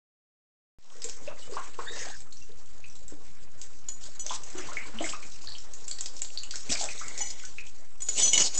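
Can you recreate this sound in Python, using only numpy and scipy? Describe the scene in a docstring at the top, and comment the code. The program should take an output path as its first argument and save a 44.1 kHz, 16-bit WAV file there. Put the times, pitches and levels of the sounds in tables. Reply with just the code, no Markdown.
"""Tiled kitchen: a dog laps and splashes in a plastic bucket. Tongue bubbles and drips are damped sines;
splats, spray, slosh and snort are shaped noise; a trickle gurgles in a narrow band.
Two dull bumps hit the bucket. Collar tags ring as metal modes, loudest as the head shakes with a rustle.
A small hand-held camera adds rumble and an offset voltage, and fades in late."""
import sys
import numpy as np
from scipy import signal
from scipy.fft import rfft, irfft, next_fast_len
from scipy.io import wavfile
from scipy.ndimage import uniform_filter1d, map_coordinates

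SR = 44100
rng = np.random.default_rng(int(sys.argv[2]) if len(sys.argv) > 2 else 0)


def wav_record(signal):
    """Record a signal, one row per channel, as 16-bit PCM in the file named by sys.argv[1]."""
    frames = np.transpose(np.atleast_2d(signal))
    bounded = np.clip(frames, -1, 1)
    # unit amplitude maps onto the largest positive 16-bit level
    quanta = np.round(bounded * 32767).astype(np.int16)
    wavfile.write(sys.argv[1], SR, quanta)


N = 378819

# big bubbles under the tongue: start_s, level_db, pitch_hz
TONGUE_BUBBLES = [(0.955, -39, 454), (1.047, -32, 445), (1.276, -28, 571), (1.495, -35.5, 485),
                  (1.522, -30, 425), (1.538, -34.5, 1120), (1.568, -20.5, 1063), (1.787, -31, 464),
                  (1.79, -24.5, 1034), (1.831, -36.5, 934), (1.906, -36, 440), (2.493, -43, 435),
                  (4.258, -39, 596), (4.307, -24, 980), (4.551, -29, 342), (4.687, -31.5, 1026),
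                  (4.717, -32, 1326), (4.855, -40.5, 1040), (4.942, -37.5, 217), (5.005, -27, 299),
                  (5.007, -22, 641), (5.063, -30.5, 1580), (5.134, -27.5, 1164), (6.538, -32.5, 1500),
                  (6.715, -30, 637), (6.81, -27, 778), (6.831, -31, 617), (7.013, -29, 1250),
                  (7.206, -33, 830), (7.437, -36.5, 1460)]
# small bubbles left by drips: start_s, level_db, pitch_hz
DRIP_BUBBLES = [(1.2765, -32, 2630), (2.0193, -36, 2010), (2.324, -34.5, 4200), (2.371, -34.5, 5630),
                (2.425, -35.5, 5900), (2.8412, -35, 2530), (2.899, -38.5, 5800), (2.956, -42, 4000),
                (4.296, -23.5, 3360), (4.7696, -18.5, 2170), (4.9873, -22.5, 3040), (5.042, -23, 2130),
                (5.125, -29, 2530), (5.228, -33.5, 2370), (5.473, -23.5, 4370), (5.479, -40, 1720),
                (5.487, -30, 4130), (5.502, -32.5, 4670), (5.521, -27, 4330), (5.5514, -31.5, 3100),
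                (5.914, -22.5, 4470), (6.3748, -17, 4380), (6.435, -32, 2810), (6.695, -28, 2470),
                (6.755, -24, 2320), (6.8877, -25, 2440), (7.5843, -24.5, 2500)]
# drips on something hard that rings thinly: start_s, level_db, pitch_hz
HARD_PINGS = [(1.424, -44.5, 2958), (2.4165, -49.5, 2744)]
# dull bumps on the bucket: start_s, level_db, pitch_hz
BUCKET_BUMPS = [(3.123, -23, 383), (6.696, -15.5, 211)]
# drops bursting on tiles and water: start_s, level_db, bright_hz
DROP_BURSTS = [(1.0195, -26, 5200), (1.042, -21.5, 7500), (1.0884, -28, 6900), (1.096, -28.5, 5550),
               (2.101, -35, 4600), (2.204, -33.5, 7600), (2.3265, -37, 6960), (2.9535, -39.5, 7400),
               (3.081, -36, 7460), (3.615, -28.5, 6950), (4.2643, -21.5, 6030), (4.4344, -28.5, 6400),
               (4.5018, -33, 7550), (5.5835, -33, 5430), (5.736, -30, 6700), (5.88, -22.5, 7500),
               (5.912, -24, 7660), (5.986, -27.5, 4700), (6.0082, -20.5, 7400), (6.0592, -22.5, 4700),
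               (6.166, -34.5, 5600), (6.2188, -20, 7760), (6.2475, -29, 4400), (6.4328, -28, 7140),
               (6.5092, -23.5, 4660), (6.557, -21.5, 5970), (6.719, -20, 7850), (6.8399, -19, 8060),
               (7.0817, -25.5, 7300), (7.1771, -24.5, 6850), (7.4517, -31, 6140), (7.667, -39, 6700)]
# water movement: time_s, spray_db, slosh_db
WATER_MOTION = [(.8, -49, -55.5), (1.0, -55.5, -58), (1.85, -52.5, -55), (2.05, -41.5, -49),
                (2.25, -62.5, -67), (3.55, -63, -64), (4.15, -63.5, -61), (4.53, -54, -54.5),
                (4.59, -45.5, -46.5), (4.9, -50.5, -51.5), (5.3, -52.5, -59.5), (6.6, -53.5, -61),
                (6.9, -47, -51.5), (7.2, -43, -56), (7.43, -49, -60.5), (7.99, -65, -64.5),
                (8.59, -75.5, -58)]
# extra flings of spray: peak_s, level_db
SPRAY_FLINGS = [(1.44, -63), (3.631, -54.5), (4.026, -47.5), (4.298, -46), (5.047, -38), (6.724, -29)]
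# spray colour: freq_hz, relative_db
SPRAY_COLOUR = [(1200, -23.5), (2290, -12), (6740, -0.5), (8010, -1), (9300, -15)]
# slosh colour: freq_hz, relative_db
SLOSH_COLOUR = [(120, -3.5), (300, -4.5), (1200, 0.5), (2300, -4), (5000, -17.5)]
# bucket air modes above the water: freq_hz, width_hz, added_db
BUCKET_MODES = [(296, 52, 2.5), (449, 59, 1), (567, 12, -3), (2100, 51, -21.5)]
# nose resonances: freq_hz, width_hz, level_db, glide_share (0-1)
NOSE_MODES = [(2020, 380, -2, 0.94), (4080, 360, -3, 0.75), (4490, 260, -11, 0.05), (7200, 720, -6, 0.1)]
# tag blows: start_s, upper_tag_db, lower_tag_db, big_ring_db, small_ring_db, t60_s
TAG_BLOWS = [(3.8856, -24.5, -32, -46, -40, 0.061), (4.1941, -30, -34.5, -48, -34, 0.11),
             (4.5808, -37, -36, -59, -40, 0.061), (7.2052, -29, -33, -42, -55.5, 0.3),
             (8.0044, -43, -33, -48, -32, 0.027), (8.0196, -25, -46, -65, -32, 0.096),
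             (8.0868, -15.5, -28, -37, -31, 0.052), (8.1769, -33, -32.5, -33, -22.5, 0.12),
             (8.1959, -22, -23, -32.5, -18, 0.046), (8.2215, -19.5, -17, -33.5, -26, 0.22),
             (8.276, -22.5, -19.5, -39, -36, 0.1), (8.332, -11, -24.5, -17.5, -26, 0.089),
             (8.3471, -34, -19.5, -28.5, -33, 0.069), (8.377, -10, -8, -17.5, -33, 0.026),
             (8.4037, -30, -26.5, -24.5, -33, 0.043), (8.417, -10, -25, -22, -24.5, 0.031),
             (8.548, -25, -38.5, -59, -34, 0.11), (8.5749, -19, -32, -56, -31.5, 0.31)]
# modes of upper tag, lower tag, big ring, small ring: freq_hz, initial_db
METAL_MODES = [
    [(6910, 0), (6760, -11), (5120, -18)],
    [(6065, 0), (4225, -12), (3320, -12), (4520, -17)],
    [(2940, -2), (3033, -6), (2200, -10)],
    [(7900, -2), (8085, -3), (7450, -9)],
]
# rustle of the head shake: time_s, level_db
SHAKE_LEVEL = [(8.06, -48.5), (8.22, -28.5), (8.32, -34.5), (8.41, -24.5), (8.52, -41.5), (8.59, -39.5)]
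# handling rumble: time_s, level_db
HANDLING_LEVEL = [(.8, -59.5), (3.2, -56.5), (8, -59), (8.59, -62)]
# rumble colour: freq_hz, relative_db
RUMBLE_COLOUR = [(10, -14.5), (24, -1.5), (45, -9.5), (130, -15), (260, -37)]
# steady hiss colour: freq_hz, relative_db
HISS_COLOUR = [(90, -20.5), (150, 10), (300, 3.5), (800, -7), (3400, -21), (7040, -28), (9200, -34)]
# room decay: freq_hz, t60_s
ROOM_DECAY = [(200, 0.29), (2000, 0.26), (9000, 0.28)]
# microphone top edge: freq_hz, gain_db
MIC_EDGE_GAIN = [(7800, -1), (8400, -8), (9000, -22.5), (9300, -37)]
# camera fade-in: time_s, gain (linear)
FADE_IN = [(.786, .08), (.9, .45), (1.06, 1)]
# offset voltage: time_s, offset (share of full scale)
OFFSET_VOLTAGE = [(.786, -.052), (6, -.0577), (8.59, -.0565)]

# pitch climb of big bubbles: value at CLIMB_REF_HZ; smaller and louder bubbles climb more
CLIMB, CLIMB_REF_HZ, CLIMB_POWER, CLIMB_PER_DB = 0.3, 980, 0.5, 0.4
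BUMP_PUSH_HZ, BUMP_PUSH_DB = 70, -10
FLING_RISE_DB_PER_S, FLING_FALL_DB_PER_S, FLING_SLOSH_DB = 338, 103, -23
SNORT_START_S, SNORT_END_S, SNORT_DB, SNORT_RAMP_S = 1.85, 2.18, -38, 0.036
SNORT_FADE_DB_PER_S = 45  # at the first nose mode; in proportion to pitch at the others
# the glide starts at this share of the mode pitches, then climbs and sags
NOSE_START, NOSE_OPENS_S, NOSE_SAG_PER_S = 0.72, 0.04, 0.6
FLAP_DB, FLAP_HZ = -15, 600  # ears: dull part of the shake
TRICKLE_START_S, TRICKLE_END_S, TRICKLE_DB, TRICKLE_FADE_DB_PER_S = 6.9, 7.45, -55.5, 5
TRICKLE_HZ, TRICKLE_WIDTH_HZ = 2110, 420
HISS_DB = -68.5
TOP_HZ = 9265


def amp(db):
    """dB to gain."""
    return 10 ** (np.asarray(db) / 20)


def unit(x):
    """x at rms 1."""
    return x / np.sqrt(np.mean(x ** 2) + 1e-20)


def along(points, hz):
    """Interpolate (freq_hz, value) points on a log axis."""
    f, v = np.transpose(points)
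    return np.interp(np.log(hz + 1), np.log(f + 1), v)


def curves(rows):
    """One value per sample for each column after the time."""
    s, *cols = np.transpose(rows)
    return [np.interp(np.arange(N) / SR, s, c) for c in cols]


def wobble(knots_per_s):
    """Smooth random curve."""
    knots = rng.standard_normal(int(N * knots_per_s / SR) + 4)
    return map_coordinates(knots, [np.arange(N) * knots_per_s / SR])


def filtered(x, response):
    """x times a response of frequency."""
    m = next_fast_len(N + SR // 2)
    return irfft(rfft(x, m) * response(np.fft.rfftfreq(m, 1 / SR)), m)[:N]


def noise(colour, spikes_db=0):
    """Coloured noise of rms 1; spikes make some samples stand out as tiny drops."""
    spikes = amp(spikes_db * np.minimum(rng.exponential(size=N), 7))
    return unit(filtered(rng.standard_normal(N) * spikes, lambda hz: amp(along(colour, hz))))


def narrow_noise(turns, width_hz):
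    """Noise of rms 1 around a carrier: two random curves on its cosine and sine."""
    return unit(wobble(width_hz) * np.cos(turns) + wobble(width_hz) * np.sin(turns))


def patchy(x, patchy_db):
    """Random louder and softer patches over time and pitch."""
    z = signal.stft(x, nperseg=256)[2]
    field = uniform_filter1d(rng.standard_normal(z.shape), 5, 0)
    field = uniform_filter1d(field, 16, 1)
    return signal.istft(z * amp(patchy_db * unit(field)), nperseg=256)[1][:N]


def bubbles(s, db, hz, cycles, rise, size):
    """Fast-swelling damped sines; the pitch first climbs through hz as each bubble nears the surface."""
    t = np.arange(size) / SR
    turns = t * hz[:, None]
    age = turns / np.clip(np.reshape(cycles, (-1, 1)), 1, 200)  # 20 dB decay per unit of age
    climb = np.reshape(rise, (-1, 1)) * (np.minimum(age, 2) / 2 - .25)
    swell = 1 - np.exp(-1.5 * turns)
    wave = amp(db[:, None] - 20 * age) * swell * np.sin(2 * np.pi * turns * (1 + climb))
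    at = (s * SR).astype(int)[:, None] + np.arange(size)
    return np.bincount(at.ravel(), wave.ravel(), N + size)[:N]


def swarm(count, low_hz, span, cycles, spread_db):
    """Chance bubbles of rms 1, pitches from low_hz to span times higher, a few much louder."""
    draw = rng.random((count, 3))
    s = draw[:, 0] * N / SR
    db = -spread_db * np.log(draw[:, 1] + 0.0064)
    return unit(bubbles(s, db, low_hz * span ** draw[:, 2], cycles, rise=0.37, size=1000))


def bucket(x):
    """The air in the bucket resonates, lifting a few pitches, mostly low."""
    def response(f):
        return 1 + sum(amp(db) * 1j * f * w / (c * c - f * f + 1j * f * w) for c, w, db in BUCKET_MODES)
    return filtered(x, response)


def tongue():
    """Each trapped bubble rings, slaps the surface and breaks off a quieter, mostly higher one."""
    s, db, hz = np.transpose(TONGUE_BUBBLES)
    ratio = hz / CLIMB_REF_HZ
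    rise = CLIMB * ratio ** CLIMB_POWER * amp(CLIMB_PER_DB * (db - db.mean()))
    big = bubbles(s, db, hz, 13 * ratio ** 0.2, rise, size=5000)
    later = rng.random((len(s), 2))
    broken_hz = hz * (0.86 + 1.7 * later[:, 1])
    broken = bubbles(s + 0.019 * later[:, 0], db - 15.0, broken_hz, 7.9, rise=0.54, size=2000)
    hits = np.bincount((s * SR).astype(int), amp(db - 20.0), N)
    decay = amp(-60 * np.arange(SR // 4) / SR / 0.13)
    slaps = signal.fftconvolve(hits, decay)[:N] * noise(SLOSH_COLOUR, spikes_db=1.1)
    return big + broken + slaps


def drips():
    """Each drip ticks, rings a small bubble and sheds a droplet; a few ping on something hard."""
    s, db, hz = np.transpose(DRIP_BUBBLES)
    tick = bubbles(s, db - 4.5, 1.2 * hz, 1.5, rise=0, size=200)
    shed_s = s + 0.022 * rng.random(len(s))
    shed = bubbles(shed_s, db - 6, hz * rng.uniform(.9, 2.0, len(s)), 8, rise=0.19, size=500)
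    small = bubbles(s, db, hz, 16.6, rise=0.17, size=2000)
    pings = amp(4 * wobble(70)) * bubbles(*np.transpose(HARD_PINGS), 100, rise=0.02, size=5000)
    return tick + shed + small + pings


def bumps():
    """A short dull ring in the bucket over one low push."""
    s, db, hz = np.transpose(BUCKET_BUMPS)
    ring = bubbles(s, db, hz, 1, rise=0, size=3000)
    push = bubbles(s, db + BUMP_PUSH_DB, BUMP_PUSH_HZ + 0 * hz, 1, rise=0, size=6000)
    return bucket(ring) + push


def splats():
    """A bursting drop is a noise crack, boosted around one pitch, with a softer, slower tail."""
    out, t = np.zeros(N + SR), np.arange(2048) / SR
    hz = np.fft.rfftfreq(len(t), 1 / SR)
    shape = 0.85 * amp(-60 * t / 0.01) + 0.26 * amp(-60 * t / 0.075)
    shape = shape * (1 - np.exp(-t / 0.00041))
    for s, db, bright_hz in DROP_BURSTS:
        boost = 0.27 + 1 / (1 + ((hz - bright_hz) / 600) ** 2)
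        colour = amp(along(SPRAY_COLOUR, hz)) * boost + .08
        burst = unit(irfft(rfft(rng.standard_normal(len(t))) * colour))
        out[round(s * SR):][:len(t)] += amp(db) * burst * shape
    return out[:N]


def flings():
    """Gain of the flung spray: each fling swells fast and dies slower."""
    gain = np.zeros(N)
    for s, db in SPRAY_FLINGS:
        t = np.arange(N) / SR - s
        gain += amp(db + np.minimum(FLING_RISE_DB_PER_S * t, -FLING_FALL_DB_PER_S * t))
    return gain


def stirred_water():
    """Spray and slosh: spiky, patchy noise plus chance bubbles, louder as the water moves."""
    spray_db, slosh_db = curves(WATER_MOTION)
    flung = flings()
    spray = patchy(noise(SPRAY_COLOUR, spikes_db=2.6), patchy_db=3.0)
    spray = spray + 0.22 * swarm(count=700, low_hz=2500, span=3.2, cycles=15, spread_db=6)
    slosh = patchy(noise(SLOSH_COLOUR, spikes_db=2.26), patchy_db=3.5)
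    slosh = slosh + 0.45 * swarm(count=1600, low_hz=490, span=5, cycles=12, spread_db=4.5)
    spray_gain = (amp(spray_db) + flung) * amp(3.0 * wobble(25) + 2.43 * wobble(150))
    slosh_gain = (amp(slosh_db) + amp(FLING_SLOSH_DB) * flung) * amp(1.8 * wobble(45))
    return bucket(spray_gain * spray) + slosh_gain * bucket(slosh)


def tags():
    """Each blow rings four metal pieces; weak modes die sooner, loose contact makes all waver."""
    out, t = np.zeros(N + SR), np.arange(SR // 4) / SR
    for s, *pieces, t60 in TAG_BLOWS:
        ring = 0
        for db, modes in zip(pieces, METAL_MODES):
            for hz, level in modes:
                flutter_db = np.interp(t, np.linspace(0, t[-1], 45), rng.normal(0, 4.2, 45))
                gain = amp(db + level * (1 + t / .09) + flutter_db)
                detuned_hz = hz * (1 + 0.002 * rng.normal())
                ring = ring + gain * np.sin(2 * np.pi * detuned_hz * t + 7 * rng.random())
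        bright = np.convolve(rng.standard_normal(len(t)), [1, -.45], "same")
        clack = amp(max(pieces) - 9 - 60 * t / 0.05) * bright
        ring = ring * amp(-60 * t / t60) * (1 - np.exp(-t / 0.0014))
        out[round(s * SR):][:len(t)] += ring + clack
    return out[:N]


def snort():
    """Wet air through the nose: noise in broad resonances, the lower ones climbing as nostrils open."""
    t, air = np.clip(np.arange(N) / SR - SNORT_START_S, 0, None), 0
    glide = 1 - (1 - NOSE_START) * np.exp(-t / NOSE_OPENS_S) - NOSE_SAG_PER_S * t
    for hz, width_hz, db, share in NOSE_MODES:
        turns = 2 * np.pi * np.cumsum(hz * np.clip(glide, .5, 1) ** share) / SR
        fade_db = SNORT_FADE_DB_PER_S * t * hz / NOSE_MODES[0][0]
        air = air + amp(db + 3.5 * wobble(35) - fade_db) * narrow_noise(turns, width_hz)
    ending = np.clip((SNORT_END_S - SNORT_START_S - t) / SNORT_RAMP_S, 0, 1)
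    shape = np.minimum(t / SNORT_RAMP_S, 1) * ending
    return air * shape * amp(SNORT_DB + 0.6 * wobble(60))


def shake():
    """Collar and fur rustle as bright noise, ears as dull noise, while the head shakes."""
    def dull(hz):
        return hz * FLAP_HZ / (FLAP_HZ ** 2 + hz ** 4 / FLAP_HZ ** 2)
    rustle = patchy(noise(SPRAY_COLOUR, spikes_db=1.8), patchy_db=3.5)
    ears = unit(filtered(noise(SLOSH_COLOUR, spikes_db=1.9), dull))
    gain = amp(curves(SHAKE_LEVEL)[0] + 2.7 * wobble(45))
    started = np.arange(N) > SHAKE_LEVEL[0][0] * SR
    return gain * (rustle + amp(FLAP_DB) * ears) * started


def trickle():
    """Water running off the muzzle gurgles in a narrow band with an uneven level."""
    t = np.arange(N) / SR
    band = narrow_noise(2 * np.pi * TRICKLE_HZ * t, TRICKLE_WIDTH_HZ)
    gurgle = amp(6 * wobble(14))
    fade = amp(TRICKLE_DB - TRICKLE_FADE_DB_PER_S * (t - TRICKLE_START_S))
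    return band * gurgle * fade * (t > TRICKLE_START_S) * (t < TRICKLE_END_S)


def kitchen(x):
    """Tiles and cupboards answer with a short diffuse tail, drawn anew every quarter second."""
    out, step = np.zeros(N + SR), SR // 4
    for start in range(0, N, step):
        hz, t, z = signal.stft(rng.standard_normal(SR // 2), SR, nperseg=256)
        decay = amp(-60 * t / along(ROOM_DECAY, hz)[:, None])
        tail = signal.istft(z * decay, SR, nperseg=256)[1]
        wet = signal.fftconvolve(x[start:start + step], tail / np.linalg.norm(tail))
        out[start + 130:][:len(wet)] += wet  # 130 samples: about 3 ms
    return out[:N]


def handling():
    """Low noise of the hand on the camera, unsteady in level."""
    return amp(curves(HANDLING_LEVEL)[0] + 2.5 * wobble(14)) * noise(RUMBLE_COLOUR)


def hiss():
    """Steady noise with the bucket's resonances, drifting slowly in level."""
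    return amp(HISS_DB + 2.4 * wobble(1.8)) * bucket(noise(HISS_COLOUR))


def scene():
    """Near sounds with their room, over stirred water, hiss and handling rumble."""
    near, drops, metal = tongue() + drips() + bumps(), splats(), tags()
    room = kitchen(amp(-1) * near + amp(-3.5) * drops + amp(-4.5) * metal)
    dog = snort() + shake() + trickle()
    return (near + drops + metal + room + stirred_water() + dog + handling() + hiss())[None]


def record(dry):
    """The microphone's top edge, an offset voltage, the late fade-in and the band limit."""
    coloured = filtered(dry[0], lambda hz: amp(along(MIC_EDGE_GAIN, hz)))
    faded = (coloured + curves(OFFSET_VOLTAGE)[0]) * curves(FADE_IN)[0]
    limited = filtered(faded, lambda hz: hz < TOP_HZ)
    started = np.arange(N) > FADE_IN[0][0] * SR
    return (limited * started)[None]


dry = scene()
out = record(dry)
wav_record(out)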